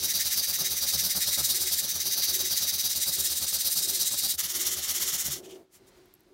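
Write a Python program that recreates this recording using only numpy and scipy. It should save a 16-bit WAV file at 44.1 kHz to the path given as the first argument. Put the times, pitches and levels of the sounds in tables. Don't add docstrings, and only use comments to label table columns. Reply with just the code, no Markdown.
import sys
import numpy as np
from scipy import signal
from scipy.fft import rfft, irfft
from scipy.io import wavfile
from scipy.ndimage import uniform_filter1d

SR = 44100
rng = np.random.default_rng(int(sys.argv[2]) if len(sys.argv) > 2 else 0)


def transcribe(u):
    v = np.clip(np.atleast_2d(u).T, -1, 1)
    q = np.round(v * 32767).astype(np.int16)
    wavfile.write(sys.argv[1], SR, q)


N = 279153
TIME = np.arange(N) / SR
FREQS = np.fft.rfftfreq(N, 1 / SR)


def undb(db):
    return 10 ** (np.asarray(db) / 20)


def unit(x):
    return x / np.sqrt(np.mean(x ** 2))


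def curve(rows):
    return undb(np.interp(TIME, *np.transpose(rows)))


def colour(x, points, resonances=()):
    hz, db = np.transpose(points)
    shape = np.interp(np.log(FREQS + 1), np.log(hz), db)
    for centre, width, lift in resonances:
        shape = shape + lift * 2 ** -((2 * (FREQS - centre) / width) ** 2)
    return unit(irfft(rfft(x) * undb(shape), N))


def ring(x, hz, width_hz):
    return signal.lfilter(*signal.iirpeak(min(hz, SR * .45), hz / width_hz, fs=SR), x)


def strike(x, hz, width_hz):
    return ring(x, hz, width_hz) * SR / (2 * np.pi * width_hz)


def blows(rows):
    out = np.zeros(N)
    for s, db in rows:
        out[int(s * SR)] = undb(db)
    return out


def walk(per_second):
    hold = max(int(SR / per_second), 1)
    steps = np.repeat(rng.standard_normal(N // hold + 1), hold)[:N]
    return 0.892 * uniform_filter1d(steps, hold)


def grit(per_second, spread_db):
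    hit = rng.random(N) < per_second / SR
    return unit(hit * rng.standard_normal(N) * undb(spread_db * rng.standard_normal(N)))


# (time [s], strokes done [count])
STROKE_COUNT = [(.019, 0), (1.029, 18), (1.82, 32), (3.056, 54), (4.334, 76), (4.423, 78), (4.812, 85),
                (5.356, 94)]
# (time [s], touch [0-1])
PAPER_TOUCH = [(4.325, 1), (4.342, 0.7), (4.364, 0), (4.374, 0.1), (4.39, 0.88), (5.355, 1), (5.385, 0.39),
               (5.412, 0)]
# (time [s], level [dB])
FINGER_PRESSURE = [(0, -26), (.7, -27.5), (1.35, -26.5), (1.79, -27), (1.86, -29), (2.3, -27),
                   (2.75, -27.5), (4.3, -27.5), (4.8, -30.5), (5.08, -28), (5.3, -32)]
# (time [s], level [dB])
PUSH_SHAKE = [(0, -48.5), (1.4, -46.5), (1.9, -48), (4.2, -48.5), (4.45, -51), (5.3, -47.5)]
# (time [s], extra shaking [dB])
DEEP_PUSHES = [(.61, 3.5), (1.17, 4.5), (1.4, 4)]
PULL_RASP_DB, PULL_SHAKE_DB = 0.7, -6.5
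RASP_SCATTER_DB, SHAKE_SCATTER_DB, TURN_SCATTER_S = 0.84, 0.87, .0015


def motion():
    times, done = np.transpose(STROKE_COUNT)
    turns = np.arange(int(done[-1]) + 1)
    late, rasp_luck, shake_luck = rng.standard_normal((len(turns), 3)).T
    turn_times = np.interp(turns, done, times) + TURN_SCATTER_S * late
    count = np.interp(TIME, turn_times, turns)
    stroke = np.minimum(count.astype(int), turns[-2])
    pulling = stroke % 2
    touch = np.interp(TIME, *np.transpose(PAPER_TOUCH))
    force_db = PULL_RASP_DB * (pulling - .5) + RASP_SCATTER_DB * rasp_luck[stroke]
    dig_db = sum(db * (stroke == stroke[int(s * SR)]) for s, db in DEEP_PUSHES)
    shake_db = dig_db + PULL_SHAKE_DB * pulling + SHAKE_SCATTER_DB * shake_luck[stroke]
    force = touch * uniform_filter1d(curve(FINGER_PRESSURE) * undb(force_db), size=500)
    shake = touch * uniform_filter1d(curve(PUSH_SHAKE) * undb(shake_db), size=500)
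    return count % 1, pulling, force, shake


# (pitch [Hz], boost [dB])
PULL_TONE = [(3000, 1), (3900, 1), (4550, -1), (5250, 1), (5600, 0.5), (7200, 2.23), (8300, 1.9),
             (10200, 0), (10900, 1), (12800, -0.1), (14500, 1.07)]
LEAN_DRIFT = .4


def paper_bend(grains, pulling):
    pushed = colour(grains, [(hz, -db) for hz, db in PULL_TONE])
    pulled = colour(grains, PULL_TONE)
    share = uniform_filter1d(pulling.astype(float), size=600) + LEAN_DRIFT * walk(12)
    return pushed + share * (pulled - pushed)


# (time [s], place [0 near the rim, 1 on the open face])
FINGER_PLACE = [(0, 0.14), (.75, 0.11), (1.2, 0.44), (1.8, 0.46), (1.85, 0.1), (2.3, 0.12), (2.85, 0.15),
                (3.0, 0.54), (4.35, 0.57)]
# (pitch [Hz], level [dB])
RIM_TONE = [(400, -27), (1000, -23), (1500, -7), (2500, -3.5), (3000, -1), (3600, 3.5), (4700, 7),
            (6200, 10), (7300, 1), (9100, 3), (10400, 3), (11400, 8.5), (12400, 4), (16000, 7.5)]
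FACE_TONE = [(400, -28), (1000, -30.5), (1500, -10), (2500, -5.5), (3000, -1.5), (3600, 6), (5600, 5),
             (6500, 6), (7100, 11), (8300, 10.5), (9200, 13.5), (10400, 5), (14300, 9.5), (16000, -0.5)]
# (pitch [Hz], width [Hz], boost near the rim [dB], boost on the face [dB])
PLAQUE_NOTES = [(3860, 204, 10.5, 11), (4230, 290, 2, 6.5), (4720, 214, 9, 5), (5160, 320, 2, 10.5),
                (5790, 280, 5.5, 1.5), (6226, 230, 5.5, 3)]


def plaque(grains):
    place = np.interp(TIME, *np.transpose(FINGER_PLACE))
    rim = colour(grains, RIM_TONE, [(hz, width, lift) for hz, width, lift, _ in PLAQUE_NOTES])
    face = colour(grains, FACE_TONE, [(hz, width, lift) for hz, width, _, lift in PLAQUE_NOTES])
    rasp = (1 - place) * rim + place * face
    for hz, width, *_ in PLAQUE_NOTES:
        rasp = rasp + (undb(2.0 * walk(19)) - 1) * ring(rasp, hz, width)
    return undb(-0.04) * rasp


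GRIP_CHANGE_S = 4.368


def sandpaper(progress, pulling, force):
    speed = np.sin(np.pi * progress)
    grains = paper_bend(grit(18000 + 22000 * speed, spread_db=1.0), pulling)
    rasp = np.where(TIME < GRIP_CHANGE_S, plaque(grains), paper_edge(grains))
    dull = signal.sosfiltfilt(signal.butter(2, 6800, fs=SR, output="sos"), rasp)
    body = dull * (0.87 + 0.24 * speed ** 2) * undb(.5 * walk(35))
    highs = (rasp - dull) * (0.6 + 0.82 * speed ** 2) * undb(1.3 * walk(18))
    hollow = hollow_note() * uniform_filter1d(pulling * np.sqrt(speed), size=400)
    flicker = undb(0.58 * walk(160))
    return force * (body + highs + hollow) * flicker


# (pitch [Hz], level [dB])
COUNTER_TONE = [(25, -12), (55, -4.5), (110, -4.5), (250, -0.5), (450, -5), (800, -3.5), (920, -6.5),
                (1200, -2.5), (1700, -6), (3000, -16.5)]
# (pitch [Hz], width [Hz], boost [dB])
COUNTER_NOTES = [(77.5, 11, 14.3), (143, 17, 12), (180.2, 21, 10.3), (563, 69, 7.3), (780, 54, 4.8),
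                 (1311, 45, 5.3)]


def counter(progress, pulling, shake):
    judder = colour(grit(2500, spread_db=1.5), COUNTER_TONE, COUNTER_NOTES)
    push = .5 + 0.66 * np.sin(np.pi * progress)
    pull = 1.15 - 0.54 * progress
    swell = uniform_filter1d(np.where(pulling, pull, push), size=300)
    return undb(0.82) * judder * shake * swell


# (pitch [Hz], level [dB])
WATER_TONE = [(60, -21.5), (150, -7.5), (230, -7), (310, 1), (410, 0.5), (480, -3.5), (650, -6),
              (1000, -18), (2000, -26), (5000, -30)]
# (time [s], level [dB])
QUIET_FLOW = [(0, -62), (5.3, -62), (5.7, -70), (6.33, -70)]
# (middle time [s], length [s], level [dB])
WATER_SURGES = [(.04, 0.11, -52.5), (.69, .18, -56), (1.573, 0.23, -52.5), (2.073, 0.074, -53.5),
                (2.39, 0.18, -48.5), (3.242, .2, -53.5), (3.91, .18, -50.5), (4.656, 0.22, -48),
                (5.04, 0.16, -51), (5.478, 0.28, -46.5), (5.93, 0.32, -60), (6.35, 0.17, -59)]
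SURGE_STEEPNESS = 4.7


def dishwasher():
    wash = colour(rng.standard_normal(N), WATER_TONE, resonances=[(366, 59, 7.7)])
    note_hz = 377 + 7 * walk(40)
    note = np.sin(2 * np.pi * np.cumsum(note_hz) / SR) * undb(4.1 * walk(45))
    flow = curve(QUIET_FLOW)
    for s, length, db in WATER_SURGES:
        surge = undb(db) * 2 ** -(np.abs(2 * (TIME - s) / length) ** SURGE_STEEPNESS)
        flow = np.hypot(flow, surge)
    return flow * (undb(-2.5) * wash + undb(-2.8) * note)


# (time [s], level [dB])
HISS_LEVEL = [(0, -73), (5.58, -66), (5.69, -74), (5.75, -65), (5.95, -59.5), (6.12, -63.5), (6.33, -68)]
# (pitch [Hz], level [dB])
HISS_TONE = [(18, -72), (30, -17), (256, -18.5), (379, -11.5), (479, -37), (656, -23.5), (1200, -28),
             (2070, -28), (2690, -32.5), (4190, -30), (7860, -39), (15500, -46)]


def room_hiss():
    return curve(HISS_LEVEL) * colour(rng.standard_normal(N), HISS_TONE)


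def room_echo(x, fade_s):
    age = TIME[:SR // 2]
    bounces = rng.standard_normal(len(age)) * np.exp(-age / 0.0048) * (age > .0007)
    tail = rng.standard_normal(len(age)) * undb(-60 * age / fade_s) * (age > .006)
    tail = ring(tail, 1800, 4800)
    echo = undb(-15) * bounces / np.linalg.norm(bounces) + undb(-20) * tail / np.linalg.norm(tail)
    return x + signal.fftconvolve(x, echo)[:N]


def thumps(pulling, shake):
    starts = np.flatnonzero(np.diff(pulling, prepend=1) < 0) / SR
    pushes = blows([(s + 0.005, -23 + 1.3 * rng.standard_normal()) for s in starts])
    pushes *= np.abs(shake) ** 0.43
    note = strike(pushes, hz=76, width_hz=7.9)
    return ring(note, hz=78.3, width_hz=26)


# (time [s], level [dB])
HOLLOW_STRENGTH = [(0, -16.5), (1.6, -18.5), (4.3, -25), (4.5, -28)]


def hollow_note():
    grains = grit(12000, spread_db=1.5)
    pair = sum(undb(db + 2.5 * walk(12.05)) * ring(grains, hz, width)
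               for hz, width, db in [(1858, 120, -3.5), (2030, 140, -0.5)])
    return unit(ring(pair, 2290, 1300)) * curve(HOLLOW_STRENGTH)


# (time [s], level [dB])
KNOCK_BLOWS = [(.606, -44.5), (.952, -35), (1.402, -36.5), (1.845, -39), (5.258, -47), (5.283, -35)]
# (pitch [Hz], width [Hz], level [dB])
KNOCK_NOTES = [(77, 8.1, -10), (141.3, 9.2, -4), (176, 14, -15.5), (576, 40, -2.5)]


def knocks():
    taps = blows(KNOCK_BLOWS)
    notes = sum(undb(db) * strike(taps, hz, width) for hz, width, db in KNOCK_NOTES)
    return ring(notes, hz=160, width_hz=420)


# (pitch [Hz], level [dB])
EDGE_TONE = [(400, -20), (950, -11), (1300, -2), (1600, -6), (2000, 3.5), (2500, -5), (3050, 5),
             (5050, 4.5), (5500, 10), (6900, 8.5), (8200, 4), (10500, 4.5), (11400, 6), (16000, 2.5)]


def paper_edge(grains):
    return undb(-0.25) * colour(grains, EDGE_TONE)


# (middle time [s], length [s], level [dB])
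HAND_WIPES = [(5.454, 0.032, -50), (5.513, 0.042, -50.5), (5.559, 0.027, -58), (5.752, 0.045, -54.5),
              (5.883, 0.025, -59), (5.975, 0.033, -68)]


def wipes():
    swell = sum(undb(db) * 2 ** -((2 * (TIME - s) / length) ** 2) for s, length, db in HAND_WIPES)
    skin = rng.standard_normal(N)
    brush = colour(skin, [(500, -14), (1900, -9), (3000, 5), (4300, -5),
                          (6300, 0.5), (8500, -6), (15000, -12)])
    slide = colour(skin, [(500, -14), (4000, -5), (7000, 0), (10000, -3), (15000, -5)])
    return swell * np.where(TIME < 5.68, brush, slide)


# (time [s], strength [dB])
WATER_SNAPS = [(6.057, -52), (6.085, -62), (6.139, -40.5), (6.151, -50), (6.196, -60), (6.206, -51),
               (6.234, -62)]


def wet_ticks():
    snaps = blows(WATER_SNAPS)
    age = TIME[:SR // 50]
    crack = rng.standard_normal(len(age)) * np.exp(-age / 0.0022)
    cracks = ring(signal.fftconvolve(snaps, crack)[:N], hz=12000, width_hz=8000)
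    return 0.41 * cracks + 0.56 * strike(snaps, 12600, 150) + .25 * strike(snaps, 14900, 260)


def scene():
    progress, pulling, force, shake = motion()
    hands = sandpaper(progress, pulling, force) + counter(progress, pulling, shake)
    hands += thumps(pulling, shake) + knocks() + wipes() + wet_ticks()
    kitchen = room_hiss() + room_echo(hands, fade_s=0.12) + dishwasher()
    return kitchen[None]


TOP_HZ = 15800


def record(dry):
    return signal.sosfilt(signal.ellip(12, .1, 80, TOP_HZ, fs=SR, output="sos"), dry)


dry = scene()
out = record(dry)
transcribe(out)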